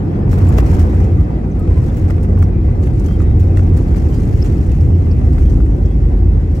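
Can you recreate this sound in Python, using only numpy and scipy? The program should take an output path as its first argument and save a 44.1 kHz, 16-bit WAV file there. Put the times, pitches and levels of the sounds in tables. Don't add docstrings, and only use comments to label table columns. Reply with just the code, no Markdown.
import sys
import numpy as np
from scipy import signal
from scipy.fft import rfft, irfft
from scipy.io import wavfile
from scipy.ndimage import uniform_filter1d, minimum_filter1d

SR = 44100
rng = np.random.default_rng(int(sys.argv[2]) if len(sys.argv) > 2 else 0)


def store_pcm(level_fs):
    pcm = np.round(np.clip(level_fs, -1, 1) * 32767).astype(np.int16)
    wavfile.write(sys.argv[1], SR, np.atleast_2d(pcm).T)


N = 291060
TIME, BINS = np.arange(N) / SR, np.fft.rfftfreq(N, 1 / SR)

# (frequency [Hz], level per Hz [dB])
TRIM = [(500, -17), (1500, -2.5), (3500, -5.5), (6500, 0.5), (9000, -2.5), (11500, -4), (13500, -14.5),
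        (16000, 3)]


def gain_of(db):
    return 10 ** (np.asarray(db) / 20)


def evened(x):
    return x / np.sqrt(np.mean(x ** 2) + 1e-20)


def read(points, hz):
    f, value = np.transpose(points)
    return np.interp(np.log(hz + 1), np.log(f + 1), value)


def curves(rows):
    s, *columns = np.transpose(rows)
    return [np.interp(TIME, s, c) for c in columns]


def add(mix, s, sound):
    part = mix[..., max(round(s * SR), 0):][..., :sound.shape[-1]]
    part += sound[..., :part.shape[-1]]


def drift(hz, size=N):
    f = np.fft.rfftfreq(size, 1 / SR)[:size // 20]
    a, b = rng.standard_normal((2, len(f)))
    return evened(irfft((a + 1j * b) * np.exp(-(f / hz) ** 2), size))


def ports(pair, colour):
    # (frequency [Hz], likeness [0-1])
    likeness = [(60, .996), (160, .95), (300, .88), (480, .6), (750, .25), (4000, .2), (7000, .25),
                (8400, .7), (9400, .55), (10200, .92), (16000, .85)]
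    # (frequency [Hz], lead [rad])
    lead = [(0, 0), (430, .1), (900, 2.8), (1800, 3.1), (2500, .7), (7400, .9), (8600, 0), (9800, -3),
            (10400, -3.3), (11600, -6.2), (12700, -6.4), (13200, -9.2), (14000, -9.5), (15400, -12.5)]
    # (frequency [Hz], level [dB])
    balance = [(60, 0), (270, -.7), (450, -2.5), (740, .5), (1220, .3), (2000, 2), (3300, 2), (5500, 6.5),
               (9000, .5), (15000, 0)]
    a, b = rfft(pair) * gain_of(read(colour, BINS))
    same = np.clip(read(likeness, BINS), 0, 1)
    right = same * a + np.sqrt(1 - same ** 2) * b
    right = right * np.exp(-1j * read(lead, BINS))
    lean = gain_of(read(balance, BINS) / 2)
    return irfft(np.array([a * lean, right / lean]), N)


def noise(colour):
    return evened(ports(rng.standard_normal((2, N)), colour))


def steadied(x, size):
    power = (x ** 2).mean(0)
    smooth = uniform_filter1d(uniform_filter1d(power, size), size)
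    return x / np.sqrt(smooth + 1e-9)


def patchy(x, patch_db, frames=7, bins=4):
    z = signal.stft(x, nperseg=1024, noverlap=768)[2]
    patches = uniform_filter1d(rng.standard_normal(z.shape[1:]), bins, axis=0)
    patches = evened(uniform_filter1d(patches, frames, axis=1))
    shaped = z * gain_of(patch_db * patches)
    return evened(signal.istft(shaped, nperseg=1024, noverlap=768)[1][:, :N])


def cabin(x, ripple_db=1.6, width_hz=45):
    z, size = rfft(x), int(width_hz * N / SR)
    ripple = evened(uniform_filter1d(rng.standard_normal(z.shape), size))
    return evened(irfft(z * gain_of(ripple_db * ripple), N))


def crackle(per_s, spread_db, clump_db, t60, count=4):
    size = gain_of(spread_db * np.minimum(rng.exponential(1, N), 3) + clump_db * drift(60))
    contacts = size * (rng.random(N) < per_s / SR)
    t = np.arange(SR // 40) / SR
    group = rng.integers(0, count, N)
    scatter = rng.standard_normal((count, 2, len(t))) * gain_of(-60 * t / t60)
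    return sum(signal.oaconvolve((contacts * (group == k))[None], pattern, axes=1)[:, :N]
               for k, pattern in enumerate(scatter))


def swells(rows, rest_db=-25):
    humps = [gain_of(db) * np.exp(-((TIME - s) / half) ** 2) for s, half, db in rows]
    return gain_of(rest_db) + np.max(humps, 0)


def shaking(level, colour, hz, drone, lurch_db, lurch_hz):
    level_db = curves(level)[0]
    share = np.minimum((drone / gain_of(level_db)) ** 2, 3 / 4)
    tone = np.sqrt(2) * np.sin(2 * np.pi * np.cumsum(hz) / SR)
    blend = np.sqrt(1 - share) * steadied(noise(colour), size=5000) + np.sqrt(share) * tone
    return gain_of(level_db + lurch_db * drift(lurch_hz)) * steadied(blend, size=4000)


def rumble(drone_db=-2.5, wander_hz=0.81, lower_ratio=.623):
    # (time [s], pitch [Hz])
    wheel_hz = [(0, 92.58), (2.4, 89.9), (3.6, 89.64), (4.95, 87.4), (5.4, 85.1), (5.8, 82.5), (6.6, 80.6)]
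    # (time [s], level [dB])
    sway_level = [(0, -24), (.11, -25.5), (.3, -15), (1.5, -19.5), (2.1, -16.5), (4.8, -16), (5.03, -21),
                  (5.42, -10.5), (6.3, -13.5), (6.6, -18)]
    # (time [s], level [dB])
    boom_level = [(0, -20), (.22, -20.5), (.3, -11.5), (.47, -12), (1.18, -11), (1.32, -26.5), (1.62, -17),
                  (1.7, -14), (1.95, -14), (2.2, -11.5), (3.0, -13.5), (3.58, -8.5), (3.8, -13), (4.7, -15),
                  (4.95, -10.5), (6.07, -15), (6.35, -13.5), (6.6, -17)]
    # (frequency [Hz], level per Hz [dB])
    sway_colour = [(8, -27.5), (22, -27), (31, -17), (42, 0.5), (52, -2), (62, -1), (72, -11), (220, -120)]
    boom_colour = [(35, -50.5), (54, -14), (65, 1.5), (80, 6.5), (95, -0.5), (110, -5.5), (125, -7),
                   (150, -17), (600, -120)]
    # (crest time [s], half-length [s], level [dB])
    lower_swells = [(2.85, 0.17, -19), (5.65, 0.19, -8), (6.3, 0.68, -10)]
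    upper_swells = [(.6, 0.79, -16.5), (2.35, 0.47, -14), (3.55, 0.2, -7), (5.02, 0.35, -15)]
    hz = curves(wheel_hz)[0] + wander_hz * drift(8.1)
    lower_drone = gain_of(drone_db) * swells(lower_swells)
    upper_drone = gain_of(drone_db) * swells(upper_swells)
    sway = shaking(sway_level, sway_colour, hz * lower_ratio, lower_drone, lurch_db=1.4, lurch_hz=18)
    boom = shaking(boom_level, boom_colour, hz, upper_drone, lurch_db=2.0, lurch_hz=10)
    return sway + boom


def engines(rush_db=2.0, air_db=-45.5, air_follows=0.56, flutter_db=1.26, waver_db=7.0, whine_hz=3786):
    # (time [s], low roar level [dB], rush level [dB])
    power = [(0, -17, -33), (.7, -16, -29.5), (1.15, -18.5, -32.5), (1.5, -19.5, -35), (2.2, -18.5, -34),
             (3.1, -19, -36.5), (3.8, -17.5, -34), (4.8, -18.5, -37), (5.2, -18, -37), (6.1, -20, -37.5),
             (6.6, -20.5, -38.5)]
    # (frequency [Hz], level per Hz [dB])
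    roar_colour = [(70, -40.5), (110, 1.5), (130, 0), (155, 0), (205, -3.5), (260, -6.5), (320, -6.5),
                   (400, -13), (480, -21.5), (650, -32), (4000, -120)]
    rush_colour = [(250, -20.5), (400, -2), (510, 0.5), (660, -10), (770, -6.5), (870, -10.5), (1150, -18),
                   (1600, -23.5), (12000, -100)]
    air_colour = [(600, 6.5), (1150, -3.5), (1380, 2.5), (1650, 1.5), (2020, 6), (2220, 0), (2620, -1),
                  (2850, -7.5), (3150, -7), (3450, -11), (4000, -12.5), (5300, -14.5), (7000, -19.5),
                  (10000, -23), (16000, -35)]
    # (time [s], level [dB])
    whine_level = [(0, -93), (1.4, -74), (2.6, -78), (3.45, -67.5), (4, -85), (6.6, -78.5)]
    low_db, mid_db = curves(power)
    roar = gain_of(low_db) * steadied(noise(roar_colour), size=9000)
    rush_level = mid_db + rush_db + flutter_db * drift(25)
    rush = gain_of(rush_level) * patchy(cabin(noise(rush_colour)), patch_db=1.5)
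    air_level = air_db + air_follows * (mid_db - mid_db.mean()) + flutter_db * drift(5.1)
    air = gain_of(air_level) * patchy(cabin(noise(air_colour)), patch_db=2.5)
    whine_gain = gain_of(curves(whine_level)[0] + waver_db * np.tanh(drift(14)))
    whine = whine_gain * np.sin(2 * np.pi * np.cumsum(whine_hz + 6 * drift(30)) / SR)
    return roar + rush + air + whine


def chatter(attack_s=0.0045, t60=0.2):
    # (time [s], level [dB])
    chatter_level = [(0, -70.5), (.26, -74), (.34, -53), (.7, -56), (.92, -56), (1.4, -68), (1.85, -56),
                     (2.6, -67.5), (3.1, -56.5), (3.3, -64), (3.95, -54.5), (4.5, -52.5), (5.0, -60.5),
                     (5.4, -58), (6.3, -64.5), (6.6, -61)]
    # (time [s], level [dB])
    shiver_level = [(.56, -80), (.577, -44), (.587, -40.5), (.602, -43), (.625, -62), (.66, -90)]
    # (time [s], length [s], level [dB])
    fits = [(0.289, .006, -55), (0.307, 0.029, -48), (.464, 0.023, -49.5), (0.523, .012, -51.5),
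            (0.655, 0.013, -49), (0.676, 0.038, -49), (0.729, 0.03, -48), (0.787, 0.02, -46),
            (1.834, 0.035, -58.5), (1.968, .015, -52.5), (2.073, 0.02, -57), (2.222, 0.017, -60.5),
            (2.42, 0.016, -58), (2.825, 0.026, -51.5), (3.038, 0.048, -56), (3.392, 0.02, -51.5),
            (3.564, 0.029, -52), (3.764, 0.012, -50.5), (3.956, 0.022, -50.5), (4.126, .025, -54.5),
            (4.42, 0.035, -49.5), (5.384, 0.034, -53), (5.494, 0.027, -54), (6.545, 0.0095, -52)]
    power = gain_of(curves(chatter_level)[0]) ** 2 + gain_of(curves(shiver_level)[0]) ** 2
    t = np.arange(SR // 2) / SR
    for s, length, db in fits:
        rise = np.minimum(t / attack_s, 1)
        release_db = -60 * np.maximum(t - length, 0) / t60
        add(power, s, (rise * gain_of(db + release_db)) ** 2)
    return 10 * np.log10(power)


def rattle(chatter_db, level_db=6.5):
    # (frequency [Hz], level per Hz [dB])
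    rustle = [(500, -7.5), (1300, 12), (2200, 10.5), (2700, 6), (3200, 0.5), (5300, 2), (7000, 1),
              (9000, -2.5), (11500, -5.5), (13500, -6.5), (16000, -10.5)]
    grains = crackle(per_s=900, spread_db=0.5, clump_db=0.7, t60=0.025, count=10)
    grains = patchy(ports(grains, rustle), patch_db=2.0, frames=4, bins=9)
    return gain_of(chatter_db + level_db) * steadied(grains, size=3000)


def scuffs():
    # (time [s], length [s], level [dB])
    rubs = [(0.264, 0.42, -37.5), (.6, 0.38, -39), (2.07, 0.12, -44), (5.31, 0.12, -42)]
    # (frequency [Hz], level per Hz [dB])
    scuff_colour = [(300, -18), (600, -2), (900, 6), (1200, 2), (1600, -7.5), (2000, -6), (2500, -16),
                    (3100, -20), (8000, -32)]
    strength = np.zeros(N)
    for s, length, db in rubs:
        add(strength, s, gain_of(db) * signal.windows.tukey(int(length * SR), .7))
    grains = crackle(per_s=340, spread_db=-1.5, clump_db=4.5, t60=0.025)
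    return strength * steadied(evened(ports(grains, scuff_colour)), size=3000)


def jolts(level_db=-1, rise_s=0.0056):
    # (time [s], level [dB])
    joints = [(0.273, -11), (.428, 0.5), (0.527, -8.5), (.578, -5), (0.767, -2), (1.677, -3), (1.791, -4.5),
              (6.207, -6)]
    # (frequency [Hz], level [dB], t60 [s])
    fuselage_modes = [(55.4, -5.5, 0.73), (83.05, 1, 0.4), (121.5, -8, 0.19), (267, -10.5, 0.073)]
    out, t = np.zeros(N), np.arange(SR // 3) / SR
    hz, db, t60 = np.transpose(fuselage_modes)[:, :, None]
    for s, jolt_db in joints:
        detuned = hz * rng.uniform(.92, 1.08, hz.shape)
        phases = 2 * np.pi * (detuned * t + rng.random(hz.shape))
        ring = (gain_of(db - 60 * t / t60) * np.sin(phases)).sum(0)
        add(out, s, gain_of(jolt_db + level_db) * (1 - np.exp(-t / rise_s)) * ring)
    return out


def panel_ring(focus_hz, low_focus_db=12, focus_db=5, focus_octaves=0.22):
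    # (frequency [Hz], level [dB], t60 [s])
    panel_modes = [(390, -3, .025), (580, 1, .018), (720, -3, .014), (1030, -6, .018), (1170, -3, .026),
                   (1450, -6, .016), (1780, -7, .016), (2080, -8, .018), (2600, -12, .02),
                   (3400, -19, .018)]
    t = np.arange(3000) / SR
    hz, db, t60 = np.transpose(panel_modes)[:, :, None]
    low = 1 / (1 + (hz / 850) ** 6)
    near = np.exp(-(np.log2(hz / focus_hz) / focus_octaves) ** 2)
    sizes = gain_of(db + (low_focus_db * low + focus_db) * near - 60 * t / t60)
    detuned = hz * rng.uniform(.93, 1.07, hz.shape)
    phases = 2 * np.pi * (detuned * t + rng.random((2, len(hz), 1)))
    ring = (sizes * np.sin(phases)).sum(1) * (1 - np.exp(-t / .0008))
    return ring / np.sqrt(np.mean(ring[:, :200] ** 2))


def knocks(chatter_db, level_db=-2, small_db=-50, spread_db=1.5, taps_follow=0.39,
           click_db=-11, click_t60=0.011, count=140):
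    # (time [s], level [dB], strongest ring [Hz])
    blows = [(0.278, -25.5, 706), (0.3302, -28, 1400), (.403, -32.5, 2400), (0.471, -34, 1500),
             (0.528, -42, 1300), (0.5987, -25.5, 2500), (.629, -32, 1220), (0.6704, -39, 1490),
             (0.8, -34, 2000), (0.978, -33, 1500), (1.002, -29, 1500), (1.571, -36.5, 724),
             (1.676, -35.5, 900), (1.774, -31, 1000), (1.899, -37, 750), (2.0414, -33, 1360),
             (2.1, -29, 1450), (2.1066, -25, 1800), (2.181, -32, 1400), (2.247, -33, 1400),
             (2.309, -39, 700), (2.327, -31.5, 715), (2.3756, -33, 1400), (2.4251, -25, 1450),
             (2.687, -36.5, 890), (2.8713, -29.5, 1950), (3.053, -36, 724), (3.0857, -33, 1450),
             (3.111, -33.5, 1450), (3.203, -31, 1350), (3.218, -32, 1450), (3.572, -24, 1600),
             (3.5932, -26.5, 1420), (3.311, -35, 1500), (3.675, -33.5, 780), (3.789, -36, 1450),
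             (3.946, -33, 1510), (4.904, -32.5, 750), (5.069, -34, 765), (5.214, -31, 760),
             (5.331, -37, 1400), (5.6031, -34, 1430), (5.6636, -34, 1200), (6.006, -43, 750)]
    # (strongest ring [Hz], click level [dB])
    hardness = [(750, -9), (1400, -0.5), (2000, 3)]
    # (frequency [Hz], level per Hz [dB])
    click_colour = [(500, 0), (1500, 16), (2300, 5), (3600, 1), (6000, -2.5), (11000, -8.5)]
    out, clicks, t = np.zeros((2, N)), np.zeros((2, N)), np.arange(2000) / SR
    for s, db, hz in blows:
        add(out, s, gain_of(db + level_db) * panel_ring(hz))
        fade = gain_of(db + click_db + read(hardness, hz) - 60 * t / click_t60)
        add(clicks, s, fade * rng.standard_normal((2, len(t))))
    out += ports(clicks, click_colour)
    for at in rng.integers(0, N, count):
        follow_db = taps_follow * (chatter_db[at] - chatter_db.mean())
        db = small_db + follow_db + spread_db * min(rng.exponential(), 3)
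        add(out, at / SR, gain_of(db) * panel_ring(rng.uniform(1400, 2100)))
    return out


def ticks(level_db=-7, t60=0.05, tail_db=-14, tail_t60=0.082, rise_s=0.0005):
    # (time [s], level [dB])
    fittings = [(0.314, -34), (.329, -33), (.385, -31), (.487, -26.5), (.6644, -34.5), (.74, -30.5),
                (.795, -30), (.812, -33.5), (0.941, -37.5), (1.003, -36.5), (1.04, -35.5), (1.2058, -37.5),
                (1.5937, -36.5), (1.773, -37), (1.9691, -33.5), (2.103, -31), (2.229, -32), (2.388, -38),
                (2.4237, -33), (2.8686, -37), (2.996, -33), (3.0605, -31), (3.2, -43), (3.2171, -36),
                (3.3978, -36.5), (3.5722, -29.5), (3.772, -28), (4.716, -33), (5.332, -36), (5.419, -42.5),
                (5.8567, -35)]
    out, t = np.zeros((2, N)), np.arange(8000) / SR
    decay = gain_of(-60 * t / t60) + gain_of(tail_db - 60 * t / tail_t60)
    shape = (1 - np.exp(-t / rise_s)) * decay
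    for s, db in fittings:
        add(out, s, gain_of(db + level_db) * shape / shape.max() * rng.standard_normal((2, len(t))))
    power = np.mean(out ** 2)
    out = np.sqrt(power) * patchy(out, patch_db=5.0, frames=14, bins=12)
    return ports(out, TRIM) / np.sqrt(np.mean(gain_of(read(TRIM, BINS)) ** 2))


def squeaks(right_db=-7, stutter_db=2.0, sag_hz_per_s=640):
    # (time [s], length [s], start [Hz], end [Hz], relative level [dB], wander [Hz])
    rubs = [(0.48, .012, 7700, 7500, -46, 300), (0.517, .014, 7000, 6400, -50, 400),
            (1.17, 0.065, 1274, 1220, -47, 40), (1.513, 0.015, 6100, 6050, -55, 150),
            (1.572, 0.1, 1350, 1320, -47.5, 22), (1.733, 0.085, 1120, 1020, -45, 30),
            (1.894, .014, 3580, 3650, -54, 150), (2.435, 0.011, 5400, 5500, -50, 250),
            (2.499, .12, 2490, 2460, -57, 45), (3.049, 0.13, 3340, 3220, -55, 45),
            (4.104, 0.067, 3150, 3080, -55, 70), (4.121, 0.075, 4900, 4970, -55, 200),
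            (4.414, 0.015, 4900, 4950, -46, 240), (4.424, 0.0086, 5300, 5110, -35.5, 170),
            (4.805, .008, 4950, 4950, -54, 230), (4.925, 0.04, 2980, 2860, -56, 120),
            (5.108, 0.016, 4670, 4740, -49, 60), (5.109, .016, 5350, 5450, -51, 110),
            (5.438, .08, 3270, 3240, -59, 20), (5.753, 0.23, 3440, 3440, -65, 6)]
    out = np.zeros(N)
    for s, length, start_hz, end_hz, db, width in rubs:
        n = int(length * SR)
        sag = sag_hz_per_s * length * np.sin(np.linspace(0, np.pi, n))
        hz = np.linspace(start_hz, end_hz, n) - sag + width * drift(2 * width, size=SR)[:n]
        grip = evened(gain_of(stutter_db * drift(90, size=SR)[:n]))
        whistle = np.sin(2 * np.pi * np.cumsum(hz) / SR)
        add(out, s, gain_of(db) * 2 * grip * signal.windows.tukey(n, .7) * whistle)
    return np.array([out, out * gain_of(right_db)])


def bang(ring_db=-3.5, crack_db=-15.5, crack_t60=0.0024):
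    # (time [s], level [dB])
    bounces = [(.5805, -14), (.5834, -5), (.5848, 0), (.5864, -3)]
    # (frequency [Hz], level [dB], t60 [s])
    bang_modes = [(410, -6, .024), (590, -8, .013), (1130, -10, .014), (1600, -13, .007), (2000, -19, .014),
                  (2630, -22, .018), (3930, -30, .008)]
    ring, crack, t = np.zeros((2, N)), np.zeros((2, N)), np.arange(2000) / SR
    hz, db, t60 = np.transpose(bang_modes)[:, :, None]
    soft = np.minimum(t / .0002, 1)
    for s, blow_db in bounces:
        phases = 2 * np.pi * (hz * t + .12 * rng.standard_normal((2, len(hz), 1)))
        modes = (gain_of(db - 60 * t / t60) * np.sin(phases)).sum(1)
        add(ring, s, gain_of(ring_db + blow_db) * soft * modes)
        fade = gain_of(crack_db + blow_db - 60 * t / crack_t60)
        add(crack, s, fade * rng.standard_normal((2, len(t))))
    return ring + ports(crack, TRIM)


def scene():
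    chatter_db = chatter()
    shaken = rumble() + jolts()
    trim = rattle(chatter_db) + scuffs() + knocks(chatter_db) + ticks() + bang() + squeaks()
    return shaken + engines() + trim


def record(dry, ceiling=.94, edge_hz=15850):
    allowed = np.minimum(1, ceiling / (abs(dry).max(0) + 1e-9))
    limited = dry * uniform_filter1d(minimum_filter1d(allowed, size=500), size=500)
    low_pass = signal.firwin(511, edge_hz, window=("kaiser", 9), fs=SR)
    return signal.oaconvolve(limited, low_pass[None], "same")


dry = scene()
out = record(dry)
store_pcm(out)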